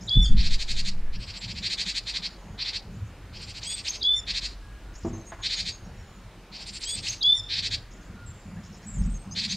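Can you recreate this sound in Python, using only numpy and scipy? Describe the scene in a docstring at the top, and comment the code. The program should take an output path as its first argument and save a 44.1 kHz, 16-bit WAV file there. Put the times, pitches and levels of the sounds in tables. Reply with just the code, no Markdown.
"""A bird scolds in rasping chatter, each rasp a ragged pulse train coloured by throat resonances.
Another sings whistles of two gliding voices that mix into sum and difference tones at a misty wood's edge.
Farther birds chip and whistle faintly as hoarse gliding tones; sparse echoes make the trees answer.
A hand-held camera rumbles, hums and thumps on its mount, wooden modes ring under a knock and a
fainter, brighter one, and shaped noise gives distant drizzle and leaves."""
import sys
import numpy as np
from scipy import signal
from scipy.io import wavfile
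from scipy.ndimage import uniform_filter1d

SR = 44100
rng = np.random.default_rng(int(sys.argv[2]) if len(sys.argv) > 2 else 0)


def dump(signal):
    """Clip the signal to [-1, 1] and save it as 16-bit WAV at the path in sys.argv[1]."""
    limited = np.clip(np.atleast_2d(signal).T, -1, 1)
    pcm = np.round(limited * 32767).astype(np.int16)
    wavfile.write(sys.argv[1], SR, pcm)


N = 421596


def amp(db):
    """Level law: decibels become a linear gain."""
    return 10 ** (np.asarray(db) / 20)


def evened(x):
    """Power normalization: scales a signal to rms 1."""
    return x / np.sqrt(np.mean(x ** 2) + 1e-20)


def read(points, hz):
    """Spectral envelope: interpolates a table along a log-frequency axis."""
    f, value = np.transpose(points)
    return np.interp(np.log(hz + 1), np.log(f + 1), value)


def add(mix, s, sound):
    """Superposition: adds a sound in place at time s in seconds."""
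    part = mix[max(round(s * SR), 0):][:len(sound)]
    part += sound[:len(part)]


def unroll(rows):
    """Piecewise-linear motion: sample times and columns of a curve table."""
    s, *columns = np.transpose(rows)
    t = np.arange(s[0], s[-1], 1 / SR)
    return [t] + [np.interp(t, s, column) for column in columns]


def wander(count, hz):
    """Low-passed noise: smooth chance up to about hz, rms 1."""
    settling = 4000
    noise = rng.standard_normal(count + settling)
    return evened(signal.lfilter(*signal.butter(2, hz, fs=SR), noise)[settling:])


def tone(hz, db):
    """Phase accumulation: a sine of given rms level along a pitch curve, with soft ends."""
    phase = 2 * np.pi * np.cumsum(hz) / SR
    soft_ends = signal.windows.tukey(len(hz), min(250 / len(hz), 1))
    return np.sqrt(2) * amp(db) * np.sin(phase) * soft_ends


# Spectrum of drizzle and leaves. Each row: frequency in Hz, relative density in dB per Hz.
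AIR_SPECTRUM = [(150, -37.5), (250, -0.5), (625, -6.5), (1790, -10.5), (2960, -14.5), (3400, -17),
                (4890, -19.5), (5910, -22), (6670, -23), (7150, -24), (14500, -36.5), (15600, -37)]
# Coherence of the two channels. Each row: frequency in Hz, left-right likeness from 0 to 1.
AIR_LIKENESS = [(250, .9999), (3000, 1), (8000, 0.26), (13000, .65)]
AIR_DB = -52.5  # rms level


def air():
    """Diffuse noise field: drizzle and leaves far off, smooth noise with faint drifting patches."""
    frames, hz = N // 256 + 5, np.fft.rfftfreq(1024, 1 / SR)
    a, b, c, d, patches = rng.standard_normal((frames, 513, 5)).T
    patches = evened(uniform_filter1d(uniform_filter1d(patches, 14, 0), 20, 1))
    apart = np.sqrt(np.clip(1 - read(AIR_LIKENESS, hz), 0, 1) / 2)[:, None]
    mid = np.sqrt(1 - apart ** 2) * (a + 1j * b)
    side = apart * (c + 1j * d)
    level_db = read(AIR_SPECTRUM, hz)[:, None] + 1.4 * patches
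    spectrum = np.array([mid + side, mid - side]) * amp(level_db)
    noise = signal.istft(spectrum, nperseg=1024, noverlap=768)[1][:, :N]
    return amp(AIR_DB) * evened(noise)


def trees(x, t60, gap):
    """Multiple scattering: sparse random-sign trunk echoes, nearly alike at two close microphone ports."""
    length, spacing = SR // 2, 20  # samples
    taps = np.zeros((2, length))
    at = np.arange(0, length - spacing, spacing) + rng.integers(0, spacing, (2, (length - 1) // spacing))
    np.put_along_axis(taps, at, rng.choice([-1., 1.], at.shape), 1)
    t = np.arange(length) / SR
    # t60 is the decay time, gap the time constant of the build-up, both in seconds
    taps *= amp(-60 * t / t60) * (1 - np.exp(-t / gap))
    mid, side = signal.fftconvolve(x[None], taps / np.linalg.norm(taps[0]), axes=1)[:, :N]
    mid = mid * (1.24 + 0.49 * wander(N, 25))  # stirring leaves break the echoes up
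    side = amp(-12.0) * signal.lfilter(*signal.butter(2, [3700, 6800], "band", fs=SR), side)
    return np.array([mid + side, mid - side])


# Sway of the mount. Each row: time in seconds, level in dB before its random swell.
SWAY_LEVEL = [(0.0, -49), (0.13, -46), (0.18, -14.5), (0.34, -32.5), (0.4, -20), (0.45, -39.5),
              (1.2, -38.5), (1.25, -50.5), (1.49, -47.5), (3.91, -52.5), (4.34, -43), (6.36, -52),
              (8.07, -48), (8.86, -58), (9.02, -26), (9.13, -30.5), (9.24, -53), (9.56, -58)]
# Housing resonances, buzz then hum. Each row: frequency in Hz, width in Hz.
HOUSING_MODES = [(95, 25.2), (185, 26.2)]
# Shifts of grip. Each row: start in seconds, length in seconds, buzz level in dB, hum level in dB.
GRIP_SHIFTS = [(0, 0.0467, -42, -43.5), (0.148, 0.029, -23, -24), (0.287, 0.07, -30, -28.5),
               (0.406, 0.097, -40, -37.5), (0.717, 0.25, -47.5, -49.5), (1.135, 0.051, -44.5, -43.5),
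               (1.42, .2, -43, -47), (1.778, 0.034, -46, -58), (2.439, 0.0765, -48, -46.5),
               (2.834, 0.14006, -49.5, -48.5), (3.008, 0.029, -34, -58), (3.295, 0.19, -49, -67),
               (5.03, .12, -40.5, -44), (5.592, 0.12, -53, -55.5), (5.812, .08, -48, -52),
               (5.931, 0.0438, -46, -56), (6.943, 0.05606, -47, -49), (7.38, 0.03806, -46, -69),
               (7.566, 0.21, -46, -54.5), (8.087, 0.054, -47, -48), (8.448, 0.15, -48.5, -42.5),
               (8.679, 0.042, -57, -45.5), (8.852, 0.029, -47, -37.5), (8.948, 0.17, -40, -33),
               (9.25, 0.29, -52, -42)]
# Slow rocking after the first thump. Each row: time in seconds, level in dB.
ROCKING_LEVEL = [(.27, -32), (.315, -8.5), (.4, -19.5), (.55, -17), (.6, -31.5), (.75, -24), (1.1, -23),
                 (1.19, -31), (1.22, -53.5)]
# Sudden pushes. Each row: start in seconds, level in dB before filtering, push frequency in Hz.
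PUSHES = [(0.173, -9, 146.2), (9.012, -18.5, 70.18)]
SWAY_HZ = 44.2
GRIP_RISE_S, GRIP_FALL_S = 0.023, 0.035
REST_DB, REST_LUMPS_DB = (-52.5, -58), 3.5  # buzz and hum under a steady hand, and their rms unevenness
ROCK_HZ, ROCK_TROUGH_S, ROCK_OCTAVE_DB = 10.45, .325, -13


def handling():
    """Forced resonance: grip rings the housing, the mount sways, sudden pushes thump and set it swinging."""
    t = np.arange(N) / SR
    sway_db = np.interp(t, *np.transpose(SWAY_LEVEL))
    sway_hz = SWAY_HZ * (1 + .11 * wander(N, 14))
    out = tone(sway_hz, sway_db) * (1.15 + .5 * wander(N, 20))
    for k, (hz, width) in enumerate(HOUSING_MODES):
        force = amp(REST_DB[k] + REST_LUMPS_DB * wander(N, 6.6))
        for s, length, *db in GRIP_SHIFTS:
            u = np.arange(0, length + .2, 1 / SR)
            rise = np.minimum(u / GRIP_RISE_S, 1)
            fall = np.exp(-np.maximum(u - length, 0) / GRIP_FALL_S)
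            add(force, s, amp(db[k]) * rise * fall)
        # two slow noises in quadrature make a narrow band
        ring = wander(N, width) * np.cos(2 * np.pi * hz * t)
        ring += wander(N, width) * np.sin(2 * np.pi * hz * t)
        out += force * evened(ring)

    s, db = unroll(ROCKING_LEVEL)
    turn = 2 * np.pi * ROCK_HZ * (s - ROCK_TROUGH_S)
    octave = amp(ROCK_OCTAVE_DB) * wander(len(s), 5.7) * np.sin(2 * turn)
    soft_ends = signal.windows.tukey(len(s), .06)
    add(out, s[0], -np.sqrt(2) * amp(db) * soft_ends * (np.cos(turn) + octave))

    t = t[:SR // 3]
    for s, db, hz in PUSHES:
        push = np.sin(2 * np.pi * hz * t) * np.exp(-(t * hz) ** 2)
        onset = 1 - np.exp(-(t / 0.0054) ** 2)
        swing = amp(-5 - 60 * t / 0.16) * np.sin(2 * np.pi * SWAY_HZ * (t - .007)) * onset
        thump = signal.lfilter(*signal.butter(3, 420, fs=SR), push + swing)
        add(out, s - .002, amp(db) * thump)
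    return out


# Modes of the boards. Each row: frequency in Hz, relative level in dB, decay time t60 in seconds.
WOOD_MODES = [(108, -12, 0.43), (239.6, -6.5, 0.29), (334.4, 1.5, 0.083), (427.95, -26, 0.1103),
              (655, -10.5, 0.085), (888, -18.5, 0.11), (1088.2, -25.5, 0.1746), (1693, -33, 0.049)]
# Each row: start in seconds, level in dB, brightness in dB an octave, scuff level in dB.
WOOD_KNOCKS = [(5.048, -23, 1, -53), (5.319, -50, 18, -44)]
# Band edges of the scuff in Hz.
SCUFF_BAND = [650, 2060]
SCUFF_T60_S = .16


def knocks():
    """Modal decay: boards ring briefly, roughened by rattling contact, under a short scuff."""
    out, t = np.zeros(N), np.arange(SR // 2) / SR
    for s, db, tilt_db, scuff_db in WOOD_KNOCKS:
        noise = rng.standard_normal(len(t))
        scuff = evened(signal.lfilter(*signal.butter(2, SCUFF_BAND, "band", fs=SR), noise))
        add(out, s, amp(scuff_db - 60 * t / SCUFF_T60_S) * scuff)
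        for hz, mode_db, t60 in WOOD_MODES:
            rattle = 1 + (.25 + hz / 1500) * wander(len(t), 30 + hz / 6)
            level_db = db + mode_db + tilt_db * np.log2(hz / 328) - 60 * t / t60
            ring = amp(level_db) * np.sin(2 * np.pi * hz * t)
            add(out, s, ring * rattle * (1 - np.exp(-t / 0.0014)))
    return out


def glide(db, length, start_hz, end_hz, hoarse):
    """Random frequency modulation: a short gliding note; hoarseness wavers it until it smears into a band."""
    count = round(length * SR)
    hz = np.linspace(start_hz, end_hz, count) * (1 + 0.11 * hoarse ** 2 * wander(count, 410))
    unsteady = 1 + (0.12 + .5 * hoarse) * wander(count, 90)
    return tone(hz, db) * signal.windows.tukey(count, .4) * unsteady


# Hoarse rising chips with a lower twin; the first row is a hoarse burst standing for the fading echo
# of an earlier call. Each row: start in seconds, level in dB, twin in dB against it.
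FAR_CHIPS = [(0, -54.5, 3), (2.901, -67, -15), (3.03, -71.5, -11), (4.927, -58, 0.5), (5.016, -60.5, 0),
             (5.12, -63, -13), (5.24, -59, -11), (7.898, -62, -1.5), (7.998, -66, -9.5), (8.625, -62.5, 3),
             (8.716, -63.5, 4), (8.812, -62, -2), (9.003, -64, 3.5)]
# Thin double ticks before a phrase. Each row: start in seconds, level in dB.
FAR_TICKS = [(3.411, -58.5), (3.475, -58), (3.551, -67), (6.6, -62.5), (6.663, -54), (6.73, -51),
             (6.802, -51)]
# Clear short notes. Each row: start in seconds, pitch in Hz, level in dB.
FAR_PEEPS = [(5.129, 6400, -51), (5.263, 6631, -50.5), (5.262, 8550, -60.5), (5.411, 6700, -51),
             (5.43, 8169, -56), (5.556, 6670, -42), (5.711, 6570, -49), (5.837, 5660, -64),
             (5.975, 5640, -63.5), (8.974, 6444, -55), (8.978, 8310, -54.5), (9.024, 6918, -62),
             (9.093, 8200, -56.5), (9.135, 6480, -51), (9.186, 8300, -57)]
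# Falling seeps, each with a hoarse, slowly falling trail. Each row: start in seconds, start pitch in Hz,
# end pitch in Hz, level in dB, trail length in seconds, trail level in dB.
FAR_SEEPS = [(1.192, 8300, 7720, -63, 0.0442, -67), (1.361, 7750, 7300, -50.5, 0.34, -62),
             (2.28, 7164, 6829, -69, 0.2417, -71), (5.85, 7300, 7050, -75, 0.3075, -70),
             (8.256, 7800, 7200, -51, 0.388, -71), (8.861, 7860, 7266, -46.5, 0.068, -52),
             (9.05, 8000, 7532, -61, 0.074, -65.5)]
# Clear upward hooks. Each row: start in seconds, start pitch in Hz, level in dB.
FAR_HOOKS = [(9.306, 6049, -45), (9.307, 4750, -53), (9.488, 5917, -40.5)]
# Low distant whistles. Each row: start in seconds, length in seconds, start pitch in Hz,
# end pitch in Hz, level in dB.
FAR_COOS = [(0.977, .23, 1720, 1700, -66.5), (4.598, .22, 1654, 1647, -61.5), (4.8, .2, 1440, 1430, -62),
            (7.932, 0.2546, 1420, 1440, -63.5), (8.14, .13, 1426, 1411, -58), (8.558, .04, 1500, 2010, -58)]
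# Note shapes: length in seconds, start pitch in Hz, end pitch in Hz, hoarseness from 0 to 1.
CHIP, CHIP_TWIN = (0.084, 6300, 7250, 0.68), (0.0406, 5100, 5650, 0.77)
TICK, TICK_TWIN, TICK_TWIN_DB = (0.05436, 7380, 7350, 0.24), (0.032, 8550, 8400, 0.7049), -1.5
# Rises and falls are shares of the pitch.
PEEP_S, PEEP_FALL, PEEP_HOARSE = 0.049, .015, .3
SEEP_S, SEEP_HOARSE, TRAIL_HOARSE, TRAIL_FALL = .065, 0.39, 0.49, .03
HOOK_S, HOOK_RISE, HOOK_HOARSE = 0.043, 0.128, 0.4


def far_birds():
    """Swept tones: chips, ticks, peeps, seeps, hooks and low whistles from deeper in the wood."""
    out = np.zeros(N)
    for s, db, twin_db in FAR_CHIPS:
        add(out, s, glide(db, *CHIP))
        add(out, s + 0.0071, glide(db + twin_db, *CHIP_TWIN))
    for s, db in FAR_TICKS:
        add(out, s, glide(db, *TICK))
        add(out, s, glide(db + TICK_TWIN_DB, *TICK_TWIN))
    for s, hz, db in FAR_PEEPS:
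        add(out, s, glide(db, PEEP_S, hz, hz * (1 - PEEP_FALL), PEEP_HOARSE))
    for s, start_hz, end_hz, db, trail_s, trail_db in FAR_SEEPS:
        add(out, s, glide(db, SEEP_S, start_hz, end_hz, SEEP_HOARSE))
        trail = glide(trail_db, trail_s, end_hz, end_hz * (1 - TRAIL_FALL), TRAIL_HOARSE)
        add(out, s + SEEP_S, trail)
    for s, hz, db in FAR_HOOKS:
        add(out, s, glide(db, HOOK_S, hz, hz * (1 + HOOK_RISE), HOOK_HOARSE))
    for s, length, start_hz, end_hz, db in FAR_COOS:
        add(out, s, glide(db, length, start_hz, end_hz, .15))
    return out


CLIMB_FROM_S, CLIMB_S = 0.0726, 0.0649  # when a note moves off its pattern, and how long that takes
SAG_FROM_S, SAG_S = .17, 0.02  # the same for its close


def sing(s, level_db, low, high, mixing, unsteady, climb_hz=0, low_sag_hz=0, high_sag_hz=0, lift_db=0):
    """Nonlinear mixing: two whistling voices sound together and create sum and difference tones."""
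    diff_db, sum_db, fifth_db = mixing
    t, hz, db, octave_db = unroll(low)
    climb = np.clip((t - CLIMB_FROM_S) / CLIMB_S, 0, 1)
    sag = np.clip((t - SAG_FROM_S) / SAG_S, 0, 1)
    hz = hz + climb_hz * climb - low_sag_hz * sag
    db = db + level_db + lift_db * sag
    overtones = tone(2 * hz, db + octave_db) + tone(3 * hz, db - 49.5)
    coming_and_going = 1 + .5 * wander(len(t), 80)
    lower = tone(hz, db) + coming_and_going * overtones

    t2, hz2, db2 = unroll(high)
    hz2 = hz2 - high_sag_hz * np.interp(t2, t, sag)
    hz2 = hz2 * (1 + 0.012 * unsteady * wander(len(t2), 150))
    db2 = db2 + level_db
    under_hz = np.interp(t2, t, hz)
    # mixing weakens where the low voice is weak
    both_db = db2 + np.interp(t2, t, np.minimum(db - np.median(db), 0), left=-60)
    mixed = tone(hz2 - under_hz, both_db + diff_db) + tone(hz2 + under_hz, both_db + sum_db)
    upper = tone(hz2, db2) + mixed + tone(hz2 * 3 / 2, db2 + fifth_db)
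    upper = upper * (1 + unsteady * wander(len(t2), 130))
    return [(s + t[0], lower), (s + t2[0], upper)]


def slur(s, level_db, rows, octave_db=-60):
    """Frequency sweep: a quick glide whose octave is strongest near 6650 Hz and fades away from it."""
    t, hz, db = unroll(rows)
    hz, db = uniform_filter1d(hz, 60), db + level_db
    return s + t[0], tone(hz, db) + tone(2 * hz, db + octave_db - abs(hz - 6650) / 60)


# Pattern times count from the note's start, and pattern levels are relative to the note's level.
# Low voice of the long whistle. Each row: time in seconds, pitch in Hz, level in dB, octave in dB against it.
LONG_LOW = [(.024, 3260, -14.5, -15.5), (.039, 3350, -5.5, -31), (0.073, 3457, -1.1, -51),
            (0.114, 3505, -4, -50.5), (.15, 3522, -9.5, -27), (.175, 3560, -12.5, -10.5),
            (.198, 3510, -28, -13)]
# High voice of the long whistle. Each row: time in seconds, pitch in Hz, level in dB.
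LONG_HIGH = [(.11, 4950, -50), (.135, 5320, -39), (.156, 5640, -26), (.169, 5620, -24.5),
             (0.198, 5230, -20.5)]
# Two glides beside the long whistle. Each row: time in seconds, pitch in Hz, level in dB.
LONG_SLURS = [
    [(0, 3530, -34), (.01, 4020, -14), (.018, 3310, -14.5), (.025, 4900, -5), (.029, 4780, -14),
     (.034, 4970, -25)],
    [(.042, 7300, -57), (.06, 7360, -49), (.13, 7600, -50), (.145, 7630, -62)],
]
# Low voice of the arched opening note. Each row: time in seconds, pitch in Hz, level in dB,
# octave in dB against it.
ARCHED_LOW = [(.027, 3050, -11, -30.5), (.04, 3250, -3.5, -6), (.062, 3360, -3.5, -2), (.1, 3455, -1.5, -7),
              (.121, 3490, -5, -27.5), (.128, 3430, -29, -32)]
# High voice of the arched note. Each row: time in seconds, pitch in Hz, level in dB.
ARCHED_HIGH = [(.014, 7520, -8.5), (.038, 7960, -7), (0.06, 8192, -4.5), (.121, 8235, -2), (.13, 7971, -24)]
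# Glides that open and close the arched note. Each row: time in seconds, pitch in Hz, level in dB.
ARCHED_SLURS = [
    [(0, 2800, -2), (.005, 4850, 2.5), (.009, 6520, -3.5), (.013, 7573, -11), (.018, 7600, -16)],
    [(.119, 8120, -10), (.123, 7670, 1), (.127, 7181, -19)],
]
# Two glides of the rising flourish between them. Each row: time in seconds, pitch in Hz, level in dB.
FLOURISH_GLIDES = [
    [(0, 2433, -6), (.013, 3346, -14.5), (.02, 5290, -3.5), (.026, 6240, -10), (.033, 6580, -4.5),
     (.038, 5900, -11), (.042, 6500, -1.5), (.049, 6400, -24.5)],
    [(.001, 2011, -24), (.014, 2370, -24.5), (.025, 2900, -16)],
]
# Each row: start in seconds, level in dB, pitch shift from the pattern in Hz, closing sag of the low voice
# in Hz, of the high voice in Hz (negative rises), closing lift of the low voice in dB.
LONG_WHISTLES = [(.071, -19.5, -38, 270.5, 796, 7.5), (4.007, -18, 12, -5, -4, 4),
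                 (7.206, -16.5, 50.5, 42, 100, -4)]
# Each row: start in seconds, level in dB.
ARCHED_NOTES = [(3.629, -34.5), (6.833, -33.5)]
# Each row: start in seconds, level in dB.
FLOURISH_NOTES = [(3.865, -24), (7.066, -24.5)]
# The two voices share one windpipe: dB against the high voice of difference tone, sum tone, fifth above.
LONG_MIXING, ARCHED_MIXING = (-8, -4.5, -31), (-3.5, -28, -32)


def singer():
    """Two coupled voices: whistles, arches and flourishes, each from its own pattern."""
    out, parts = np.zeros(N), []
    for s, db, *sags in LONG_WHISTLES:
        parts += sing(s, db, LONG_LOW, LONG_HIGH, LONG_MIXING, 0.38, *sags)
        parts += [slur(s, db, rows) for rows in LONG_SLURS]
    for s, db in ARCHED_NOTES:
        parts += sing(s, db, ARCHED_LOW, ARCHED_HIGH, ARCHED_MIXING, .15)
        parts += [slur(s, db, rows) for rows in ARCHED_SLURS]
    for s, db in FLOURISH_NOTES:
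        parts += [slur(s, db, rows, octave_db=-25) for rows in FLOURISH_GLIDES]
    for s, sound in parts:
        add(out, s, sound)
    return out * (1 + 0.18 * wander(N, 91))  # the air on the way makes the level flutter


# Each row, one rasp: start in seconds, length in seconds, level in dB before throat and swell.
RASPS = [(0.372, 0.047, -35), (.424, 0.059, -34), (0.507, 0.047, -34), (0.593, 0.041, -34.5),
         (0.683, 0.043, -33.5), (0.763, .047, -34.5), (0.85, 0.046, -35.5), (1.13, 0.038, -47),
         (1.2, 0.049, -46.5), (1.275, 0.04065, -42.5), (1.337, 0.046, -43), (1.412, 0.045, -40),
         (1.479, 0.047, -40.5), (1.557, 0.039, -40), (1.629, 0.049035, -32), (1.701, .043, -31.5),
         (1.779, 0.046, -31.5), (1.86, 0.05, -32), (1.949, 0.042, -31.5), (2.068, 0.041, -33.5),
         (2.14, 0.039, -31.5), (2.226, 0.047, -34.5), (2.589, 0.04738, -34), (2.649, .055, -33.5),
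         (2.731, .045, -33.5), (3.336, 0.047, -47), (3.394, 0.052, -46), (3.472, 0.047, -45.5),
         (3.546, 0.046, -43), (3.617, 0.053, -42.5), (3.691, .047, -41.5), (3.755, 0.054, -42),
         (3.849, 0.044, -34.5), (3.915, 0.054, -40.5), (4.275, 0.046, -31.5), (4.342, 0.05, -31.5),
         (4.42, 0.05077, -35), (5.434, 0.043, -30), (5.496, .053, -31.5), (5.571, 0.043576, -31.5),
         (5.655, 0.048, -33.5), (6.526, 0.049, -44), (6.579, 0.05972, -44.5), (6.663, 0.042, -42),
         (6.731, 0.04982, -42), (6.81, 0.04427, -39.5), (6.873, 0.043, -40.5), (6.935, 0.069, -40.5),
         (7.034, 0.061, -35.5), (7.105, 0.038, -39.5), (7.498, 0.054, -30.5), (7.554, 0.05, -30.5),
         (7.627, 0.052, -30.5), (7.711, 0.044, -30), (9.36, .046, -31), (9.416, 0.047, -32),
         (9.493, .045, -33)]
# Each row, one bout of rasps: start in seconds, treble offset at its start in dB,
# treble offset once settled in dB, lift of the low band in dB.
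RASP_BOUTS = [(.35, -13, 2.5, 1.5), (1.1, -9, -3, 4.2), (1.61, -5, 1.2, 1.4), (2.04, 0, -6, 1),
              (2.56, -17, -4.5, .9), (3.31, -7, 1, 3.5), (3.83, 3.5, -3.5, 1.6), (4.25, -8.5, .6, 1),
              (5.41, -8.5, -0.5, 0.2), (6.5, -11, 1, 1.1), (7.01, 5, 1.8, 1.5), (7.47, -17, -2, -0.6),
              (9.33, -7.5, 0.5, -0.4)]
# Throat resonances of the scolding bird. Each row: frequency in Hz, gain in dB.
THROAT_GAIN = [(1150, -42.5), (1700, -15.5), (2150, -8), (2700, -6.5), (2950, -14.5), (3150, -39),
               (3450, -4.5), (4250, 2.5), (4900, -4.5), (5450, -13), (6200, -15), (7200, -14), (8300, -23),
               (10000, -36), (13500, -51.5)]
PULSE_HZ, PULSE_SPREAD = 582.4, 0.011093  # mean pulse rate and its relative scatter from rasp to rasp
WARM_UP_S = 0.074  # time constant with which the treble of a bout settles
BEAK_OPENS, HIGHER_PER_SOFT_DB = 0.16, .006  # shares of the throat pitch: through a rasp, per dB softer


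def chatter():
    """Source and filter: ragged pulses near 600 a second excite a throat; both shake 87 times a second."""
    out = np.zeros(N)
    k = np.arange(2, 24)[:, None]  # harmonic numbers
    for s, length, db in RASPS:
        bout_s, start_db, settled_db, low_db = [b for b in RASP_BOUTS if b[0] <= s][-1]
        pulse_hz = PULSE_HZ * (1 + PULSE_SPREAD * rng.standard_normal())
        top_db = settled_db + (start_db - settled_db) * np.exp(-(s - bout_s) / WARM_UP_S)
        t = np.arange(-.015, length + 0.01275, 1 / SR)
        u = t / length
        shake_turns = 87 * t + 0.061 * wander(len(t), 39.761) + rng.random()
        shake = uniform_filter1d(signal.sawtooth(2 * np.pi * shake_turns, .4), 60)
        swing = 1 + .15 * shake
        f = k * pulse_hz * (1 + .08 * (u - .5) + .012 * wander(len(t), 400)) * swing

        # the beak opens through the rasp; soft rasps sit higher
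        mouth = 1 + BEAK_OPENS * (u - .5) - HIGHER_PER_SOFT_DB * (db + 32.5)
        mouth_share = np.clip((7200 - f) / 1400, .3, 1)
        swing_share = np.clip((4300 - f) / 1000, .2, 1)  # low resonances swing fully, upper ones a little
        throat_db = read(THROAT_GAIN, f / mouth ** mouth_share / swing ** swing_share)
        lift_db = (low_db + 2.7 * shake) * (f / swing < 3100)
        lift_db = lift_db + top_db * np.clip((f - 5600) / 800, 0, 1)

        # uneven pulses smear high overtones most
        ragged = 1 + .042 * k * np.array([wander(len(t), 200) for _ in k])
        phase = 2 * np.pi * (np.cumsum(f, axis=1) / SR + rng.random(k.shape))
        voice = (amp(throat_db + lift_db) * ragged * np.cos(phase)).sum(0)
        # swells, then stops short
        swell_db = np.interp(u, [-0.48, 0.051, 0.24, 0.846, 0.9, 1.62], [-34, -4.5, -2.0, 3.0, -1, -22.5])
        add(out, s - .015, amp(db + swell_db) * voice * signal.windows.tukey(len(t), .2))
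    return out


def scene():
    """Direct-to-reverberant ratio: near birds are mostly direct, far ones carry more and longer echo."""
    scold, song, far, wood = chatter(), singer(), far_birds(), knocks()
    direct = scold + song + amp(0.5) * far + wood
    echoes = amp(-12.0) * trees(scold, 0.25, 0.0026)
    echoes += amp(-11.5) * trees(song, 0.36, 0.0021)
    echoes += amp(-7.0) * trees(far, 0.56, 0.0032)
    echoes += amp(-2.0) * trees(wood, 0.45, 0.006186)
    return direct + echoes + air() + handling()


EDGE_HZ = 15720


def record(dry):
    """Band limiting: a steep linear-phase low-pass removes the highest treble."""
    lowpass = signal.firwin(1023, EDGE_HZ, window=("kaiser", 9), fs=SR)
    return signal.oaconvolve(dry, lowpass[None], "same")


dry = scene()
out = record(dry)
dump(out)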